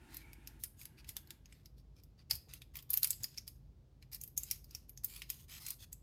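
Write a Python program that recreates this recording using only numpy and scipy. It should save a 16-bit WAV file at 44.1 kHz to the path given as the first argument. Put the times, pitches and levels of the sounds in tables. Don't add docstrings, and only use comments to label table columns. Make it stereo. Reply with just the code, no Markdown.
import sys
import numpy as np
from scipy import signal
from scipy.fft import rfft, irfft, next_fast_len
from scipy.io import wavfile
from scipy.ndimage import uniform_filter1d

SR = 44100
rng = np.random.default_rng(int(sys.argv[2]) if len(sys.argv) > 2 else 0)


def dump(signal):
    limited = np.clip(np.atleast_2d(signal).T, -1, 1)
    pcm = np.round(limited * 32767).astype(np.int16)
    wavfile.write(sys.argv[1], SR, pcm)


N = 265614

# pitch_hz, relative_level_db
RUMBLE_SPECTRUM = [(25, -40), (36, -23), (46, -3), (70, -2), (95, -7), (130, -3.5), (180, -15.5),
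                   (260, -20), (380, -25), (550, -30.5), (1000, -39), (1800, -46.5), (5000, -47),
                   (9000, -56.5)]
RUMBLE_DB, HUM_HZ, HUM_DB = -60.5, 50.6, -65
# start_s, end_s, level_db
HAND_DRAGS = [(-0.15, 0.62, -65.5), (0.66, 1.5, -72.5)]
# pitch_hz, relative_level_db
BENCH_SPECTRUM = [(150, -0.5), (230, 5), (380, 3.5), (520, -20.5), (700, -13.5), (870, -1.5), (1120, -16),
                  (1600, -4), (2350, -9.5), (3200, -10.5), (6000, -15), (15000, -25.5)]
SQUEAK_S, SQUEAK_HZ, SQUEAK_DB = .2, 2290, -58.5
# pitch_hz, relative_level_db
ROOM_SPECTRUM = [(500, 12), (2000, 0), (5000, -3), (9000, 4), (13000, 1.5), (16000, -6.5)]
# start_s, end_s, level_db (before a common trim), dullness_db, prominence_db
SLIDING_STROKES = [(0.09, 0.229, -59.5, 8, 1), (0.598, 0.64, -61, -14, -1), (0.774, 0.85, -58, -5.5, 0),
                   (0.979, 0.999, -61, 9.5, 3), (1.074, 1.105, -56.5, -5, 0), (1.441, 1.666, -74, 8, 0.5),
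                   (1.773, 1.803, -71.5, -2, 9), (1.962, 2.006, -69, 7, 9), (2.185, 2.217, -67, 15, 10),
                   (2.306, 2.361, -48.5, -26, 13), (2.489, 2.575, -61, 6, 3), (2.744, 2.794, -55.5, 0.5, 0),
                   (3.147, 3.395, -64.5, 0.5, 3.5), (4.123, 4.153, -49.5, -7.5, 2),
                   (4.39, 4.585, -57.5, -4.5, 2), (4.677, 4.841, -69.5, 5, -1),
                   (5.079, 5.2, -53, -3.5, -1.5), (5.264, 5.442, -58.5, -4.5, -1),
                   (5.487, 5.579, -50.5, 1, -1), (5.593, 5.735, -50.5, -2.5, 4),
                   (5.795, 5.836, -54.5, 2, 3.5)]
# pitch_hz, relative_level_db
RUB_SPECTRUM = [(400, -24), (1050, -2.5), (2300, 0.5), (4500, 6), (7400, -0.5), (10800, 0), (13800, 2),
                (14900, 0), (16000, -14.5)]
# start_s, level_db, dullness_db, pitch_hz, prominence_db
CLASP_CONTACTS = [(0.144, -44, -13, 14100, 2), (0.1685, -40.5, -10, 13200, -1.5),
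                  (0.3316, -50, 5, 8450, -1), (0.4732, -42, 0.5, 5600, 2), (0.6366, -32, -6.5, 9680, 4.5),
                  (0.814, -47.5, 10, 11400, 5), (0.854, -43.5, 3.5, 11000, 2.5),
                  (1.0448, -56, 20, 2580, -3), (1.0906, -36.5, -1, 13200, 1.5), (1.1665, -35, -1, 3510, 4),
                  (1.2733, -57, -9, 4270, 13), (1.3055, -41.5, 8, 3560, 1.5),
                  (1.4571, -55.5, 18, 6260, 8.5), (1.5248, -53.5, 20, 7960, 8),
                  (1.6578, -52.5, 5, 4980, 12), (2.0355, -57, -13, 5030, 9), (2.3097, -22.5, 4, 4720, 13.5),
                  (2.3315, -37, -2.5, 4870, 14), (2.3537, -41.5, -12.5, 4710, 4),
                  (2.5363, -40, 0, 6280, -4), (2.6186, -46, 11.5, 3680, 8), (2.755, -42, 16, 14900, 12.5),
                  (2.7684, -41, 7, 14300.0, 14), (2.7892, -46.5, 7, 3260, 10),
                  (2.8251, -51.5, 3, 14600, 10), (2.9041, -27, -19, 13000, 7),
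                  (2.9328, -25.5, -15, 13700, 6), (2.9392, -24, 0, 12700, 12.5),
                  (2.9731, -23, -15, 13400, 5.5), (3.031, -22.5, -15.5, 4280, 7),
                  (3.044, -24, -1.5, 9940, 2.5), (3.072, -33, -9, 13600, -0.5),
                  (3.1054, -24, -16.5, 7720, 10.5), (3.1305, -39, 8.5, 4720, 13.5),
                  (3.2342, -35.5, -20, 6680, 14), (3.242, -30.5, -3, 4960, 13),
                  (3.376, -38.5, 11, 5650, 18), (3.3819, -37.5, 7, 5620, 16), (3.4779, -38, -9, 4970, 5.5),
                  (4.0253, -54.5, 18.5, 4280.0, 2.5), (4.1317, -44.5, -10, 5400, 12),
                  (4.146, -38.5, -22, 5400, 10), (4.213, -39.5, -18, 6600, 14),
                  (4.2365, -36.5, -21.5, 12050, -2), (4.2768, -46.5, -7, 13100, 12),
                  (4.377, -25.5, -29, 6520, 11.5), (4.4337, -37, -24, 7130, 20),
                  (4.5113, -26.5, -9.5, 5520, 9.5), (4.643, -52.5, -11, 4740, 14),
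                  (4.7089, -52, -5, 5360, 15), (4.7491, -37, -3.5, 5560, 14.5),
                  (4.894, -45, -6.5, 12150, 9.5), (4.9747, -46, 2, 6070, 14.5),
                  (5.0452, -28, -34, 11550, -8.5), (5.1628, -45.5, 2, 3300.0, 2), (5.219, -37, 19, 3940, 4),
                  (5.301, -31, -5.5, 2510, -2.5), (5.6648, -37.5, -3, 7670, 4),
                  (5.684, -38.5, -3, 14300.0, 1), (5.705, -33, -7.5, 8800, -2.5),
                  (5.9283, -41, -10, 7600, 11.5)]
# pitch_hz, relative_level_db
BLOW_SPECTRUM = [(400, -30), (1050, -20), (1650, -2.5), (2300, 0.5), (4500, 1), (7400, 0.5), (10800, 3.5),
                 (13800, -1), (14900, 3), (16000, -9.5)]
# pitch_hz, relative_level_db, t60_s
STEEL_MODES = [(2650, -9.5, .08), (4910, 1.5, .2), (5230, -1.5, .16), (6990, -22.5, .1), (8370, -11, .09),
               (11500, 7, 0.11), (11900, 2, .14), (14600, -7, 0.12), (13000, -15.5, .14), (14080, 11, .14),
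               (14620, 3, 0.23)]
# centre_hz, width_hz, gain_db (before its share is applied)
HELD_CLASP_RESONANCES = [(1640, 100, -18.5), (2576, 1200, 5.5), (2960, 420, -1), (4980, 690, 9),
                         (6590, 260, 7.5), (9400, 1100, -3.5), (11600, 1500, 2.5), (12940, 3600, 10.5)]
# start_s, level_db, pitch_hz, decay_s
DULL_BUMPS = [(2.313, -53, 1010, 0.0041), (2.333, -48, 62, 0.017), (2.47, -70, 414, 0.017),
              (3.04, -79, 1050, 0.0064), (3.2, -55.5, 114, 0.031)]
PART_T60_S = .021
DULL_HZ, BRIGHT_HZ = 2460, 13800
PART_OCTAVES = 0.28
BLADE_HZ = 5000
TOP_HZ = 15900


def undb(db):
    return 10 ** (np.asarray(db) / 20)


def unit(x):
    return x / np.sqrt(np.sum(x ** 2) / len(np.atleast_2d(x)))


def gain_at(hz, points):
    at, db = np.transpose(points)
    return undb(np.interp(np.log(np.maximum(hz, 1)), np.log(at), db))


def colour(x, points, body_share=0):
    size = next_fast_len(x.shape[-1], True)
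    hz = np.fft.rfftfreq(size, 1 / SR)
    gain = gain_at(hz, points)
    if body_share:
        body_db = sum(db / (1 + (2 * (hz - centre) / width) ** 2)
                      for centre, width, db in HELD_CLASP_RESONANCES)
        gain = gain * undb(body_share * body_db)
    return irfft(rfft(x, size) * gain, size)[..., :x.shape[-1]]


def walk(rate, size=N):
    step = max(int(SR / rate), 2)
    held = np.repeat(rng.standard_normal(size // step + 1), step)
    return np.sqrt(3 / 2) * uniform_filter1d(held, step)[:size]


def pair(size, alike):
    noises = rng.standard_normal((3, size))
    alike = np.clip(alike, 0, 1)
    return np.sqrt(alike) * noises[2] + np.sqrt(1 - alike) * noises[:2]


def add(out, s, sound):
    start = max(int(s * SR), 0)
    part = sound[:, :N - start]
    out[:, start:start + part.shape[1]] += part


def ports(x, lag_s=.000125, left_db=.5):
    left = x[0] * undb(left_db)
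    right = np.roll(x[1], int(lag_s * SR)) * undb(-left_db)
    return np.array([left, right])


def grip(x, width_hz=260, depth_db=4.5):
    size = next_fast_len(x.shape[-1], True)
    hz = np.fft.rfftfreq(size, 1 / SR)
    ripple = np.clip(rng.standard_normal(size=256), -2, 2)
    gain = undb(depth_db * np.interp(hz / width_hz, np.arange(len(ripple)), ripple))
    return irfft(rfft(x, size) * gain, size)[..., :x.shape[-1]]


def contact_spectrum(shape, dull_db, part_hz, lift_db):
    hz = np.geomspace(400, 16000, 96)
    tilt = gain_at(hz, [(DULL_HZ, dull_db), (BRIGHT_HZ, 0)])
    db = 20 * np.log10(gain_at(hz, shape) * tilt)
    octaves_away = np.log2(hz / part_hz)
    return np.column_stack([hz, db + lift_db * np.exp(-(octaves_away / PART_OCTAVES) ** 2)])


def friction(size, rate=900, grain_db=2.5, flicker_db=2.6, smooth_share=1.0):
    slip_s = .0008
    happens = rng.random(size) < rate / SR
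    slips = happens * undb(grain_db * np.minimum(rng.exponential(size=size), 4))
    slip_power = signal.lfilter([1], [1, -np.exp(-1 / (slip_s * SR))], slips ** 2)
    power = slip_power + abs(smooth_share)
    return pair(size, 0.21) * np.sqrt(power) * undb(flicker_db * walk(44, size))


def background(waver_db=2.5, hum_lag=.4):
    mid = colour(rng.standard_normal(N), RUMBLE_SPECTRUM)
    side = colour(rng.standard_normal(N), RUMBLE_SPECTRUM)
    side = colour(side, [(40, -9.0), (150, -10.0), (350, -5.5), (650, -2.0)])
    rumble = np.sqrt(N) * unit(np.array([mid + side, mid - side])) * undb(RUMBLE_DB)
    phase = 2 * np.pi * HUM_HZ * np.arange(N) / SR + 0.5 * walk(2.4)
    hum = np.sqrt(2) * np.sin([phase, phase - hum_lag])
    return rumble + hum * undb(HUM_DB + waver_db * walk(6))


def dragging(uneven_db=3.0, swell=0.66, lag_s=-.0001):
    out = squeak()
    for start, end, db in HAND_DRAGS:
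        size = int((end - start) * SR)
        rub = colour(grip(pair(size, 0.8), width_hz=90, depth_db=2.5), BENCH_SPECTRUM)
        pressure = np.sin(np.pi * np.arange(size) / size) ** swell
        pressure = pressure * undb(uneven_db * walk(12.86, size))
        drag = undb(db) * np.sqrt(size) * unit(rub * pressure)
        already_past = max(int(-start * SR), 0)
        add(out, start, drag[:, already_past:])
    return ports(out, lag_s, left_db=-1)


def room(x, wet_db=-14, t60_low=0.35, t60_high=0.28, early_db=-12, early_s=0.0011, gap_s=0.0048):
    t = np.arange(SR // 3) / SR
    begun = t > gap_s
    low_pass = signal.butter(2, 6000, fs=SR, output="sos")
    high_pass = signal.butter(2, 6000, "high", fs=SR, output="sos")
    low = signal.sosfilt(low_pass, rng.standard_normal((2, len(t))))
    high = signal.sosfilt(high_pass, rng.standard_normal((2, len(t))))
    decaying = low * 1000 ** (-t / t60_low) + high * 1000 ** (-t / t60_high)
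    tail = unit(colour(begun * decaying, ROOM_SPECTRUM))
    early = unit(pair(len(t), .3) * begun * np.exp(-t / early_s))
    response = undb(wet_db) * tail + undb(early_db) * early
    return signal.oaconvolve(x, response, axes=1)[:, :N]


def sliding(slide_db=-1, fade_s=.026, swell=0.75, catch_rate=500, catch_db=3.5, judder_db=2.4, shift_rate=25):
    out = np.zeros((2, N))
    for start, end, db, dull_db, lift_db in SLIDING_STROKES:
        size = int((max(end - start, 0) + fade_s) * SR)
        first, second = (
            grip(friction(SR // 2, rate=catch_rate, grain_db=catch_db, flicker_db=judder_db), depth_db=4.5)
            for _ in range(2))
        load = walk(shift_rate, SR // 2) + np.pi / 4
        slips = np.cos(load) * first + np.sin(load) * second
        spectrum = contact_spectrum(RUB_SPECTRUM, dull_db, BLADE_HZ, lift_db)
        stroke = colour(slips, spectrum, body_share=0.29)[:, :size]
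        pressure = np.sin(np.pi * np.arange(size) / size) ** swell
        add(out, start - fade_s / 3, undb(db + slide_db) * np.sqrt(size) * unit(stroke * pressure))
    return out


def clasp(part_db=-9, ring_share=.6, steel_db=-16, hiss_db=-13.5, lead_s=.013, click_s=0.0048,
          mode_scatter_db=3, spread=1.1):
    out, t = np.zeros((2, N)), np.arange(8192) / SR
    steel_hz, mode_db, t60 = np.transpose(STEEL_MODES)
    count = len(STEEL_MODES)
    modes = np.exp((2j * np.pi * steel_hz - np.log(1000) / t60)[:, None] * t)
    for s, db, dull_db, part_hz, lift_db in CLASP_CONTACTS:
        spectrum = contact_spectrum(BLOW_SPECTRUM, dull_db, part_hz, lift_db)
        strength = undb(db) * np.sqrt(click_s * SR)
        steel_gain = gain_at(steel_hz, spectrum)
        force = undb(mode_db + mode_scatter_db * rng.standard_normal(count)) * steel_gain
        phase = rng.uniform(0, 2 * np.pi, count) + spread * rng.standard_normal((2, count))
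        steel = np.einsum("cm,mt->ct", force * np.exp(1j * phase), modes).imag
        fed = (gain_at(part_hz, spectrum) / np.sqrt(np.mean(steel_gain ** 2))) ** ring_share
        struck_part = undb(part_db) * fed * ring(t, part_hz, PART_T60_S)
        click = crack(t, spectrum) + struck_part + undb(steel_db) * unit(steel)
        add(out, s, strength * unit(click))
        add(out, s - lead_s, strength * undb(hiss_db) * click_hiss(dull_db, part_hz, lift_db, lead_s))
    return out


def click_hiss(dull_db, part_hz, lift_db, lead_s, fade_s=.018, follow=0.39, lift_share=0.37):
    t = np.arange(SR // 5) / SR
    envelope = np.minimum(t / lead_s, 1) * np.exp(-np.maximum(t - lead_s, 0) / fade_s)
    spectrum = contact_spectrum(RUB_SPECTRUM, follow * dull_db, part_hz, lift_share * lift_db)
    return unit(colour(grip(friction(len(t))), spectrum, body_share=0.54) * envelope)


def crack(t, spectrum, slow_db=-14, alike=0.48):
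    rise_s, fast_s, slow_s = .0005, .0016, .008
    lead = 64
    decay = np.exp(-t / fast_s) + undb(slow_db) * np.exp(-t / slow_s)
    burst = pair(len(t), alike) * (1 - np.exp(-t / rise_s)) * decay
    bins = rfft([np.roll(burst[0], lead), np.roll(burst[1], lead + rng.integers(-1, 3))])
    bins = bins / np.sqrt(uniform_filter1d(np.mean(abs(bins) ** 2, axis=0), size=520))
    shaped = colour(irfft(bins), spectrum, body_share=0.94)[:, lead:]
    return unit(np.pad(shaped, ((0, 0), (0, lead))))


def ring(t, hz, t60, spread=1.0, split=0.025):
    tones = 0
    for side in (-1, 1):
        phase = rng.uniform(0, 2 * np.pi) + spread * rng.standard_normal((2, 1))
        tones = tones + np.sin(2 * np.pi * hz * (1 + side * split) * t + phase)
    return unit(tones * np.exp(-np.log(1000) * t / t60))


def squeak(rise_s=0.019, fade_s=0.096, sag_hz_per_s=250, waver_hz=70, skip_db=2.5):
    t = np.arange(SR // 3) / SR
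    hz = SQUEAK_HZ - sag_hz_per_s * t + waver_hz * walk(300, len(t))
    level = undb(SQUEAK_DB + skip_db * walk(120, len(t)))
    tone = np.sin(2 * np.pi * np.cumsum(hz) / SR) * level
    envelope = np.minimum(t / rise_s, 1) * np.exp(-np.maximum(t - rise_s, 0) / fade_s)
    out = np.zeros((2, N))
    add(out, SQUEAK_S, np.array([tone, tone]) * envelope)
    return out


def bumps(rise_s=.004):
    out, t = np.zeros((2, N)), np.arange(SR // 3) / SR
    for s, db, hz, decay_s in DULL_BUMPS:
        band = [(hz / 3, -30), (hz / 1.7, -2), (hz, 0), (hz * 2.0, -4), (hz * 4, -32)]
        body = colour(pair(len(t), 0.93), band)
        envelope = np.exp(-t / decay_s) * (1 - np.exp(-t / rise_s))
        add(out, s, undb(db) * np.sqrt(decay_s * SR) * unit(body * envelope))
    return out


def scene():
    near = ports(clasp() + sliding()) + dragging()
    return near + room(near) + bumps() + background()


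def record(dry):
    return signal.sosfilt(signal.ellip(8, .2, 70, TOP_HZ, fs=SR, output="sos"), dry)


dry = scene()
out = record(dry)
dump(out)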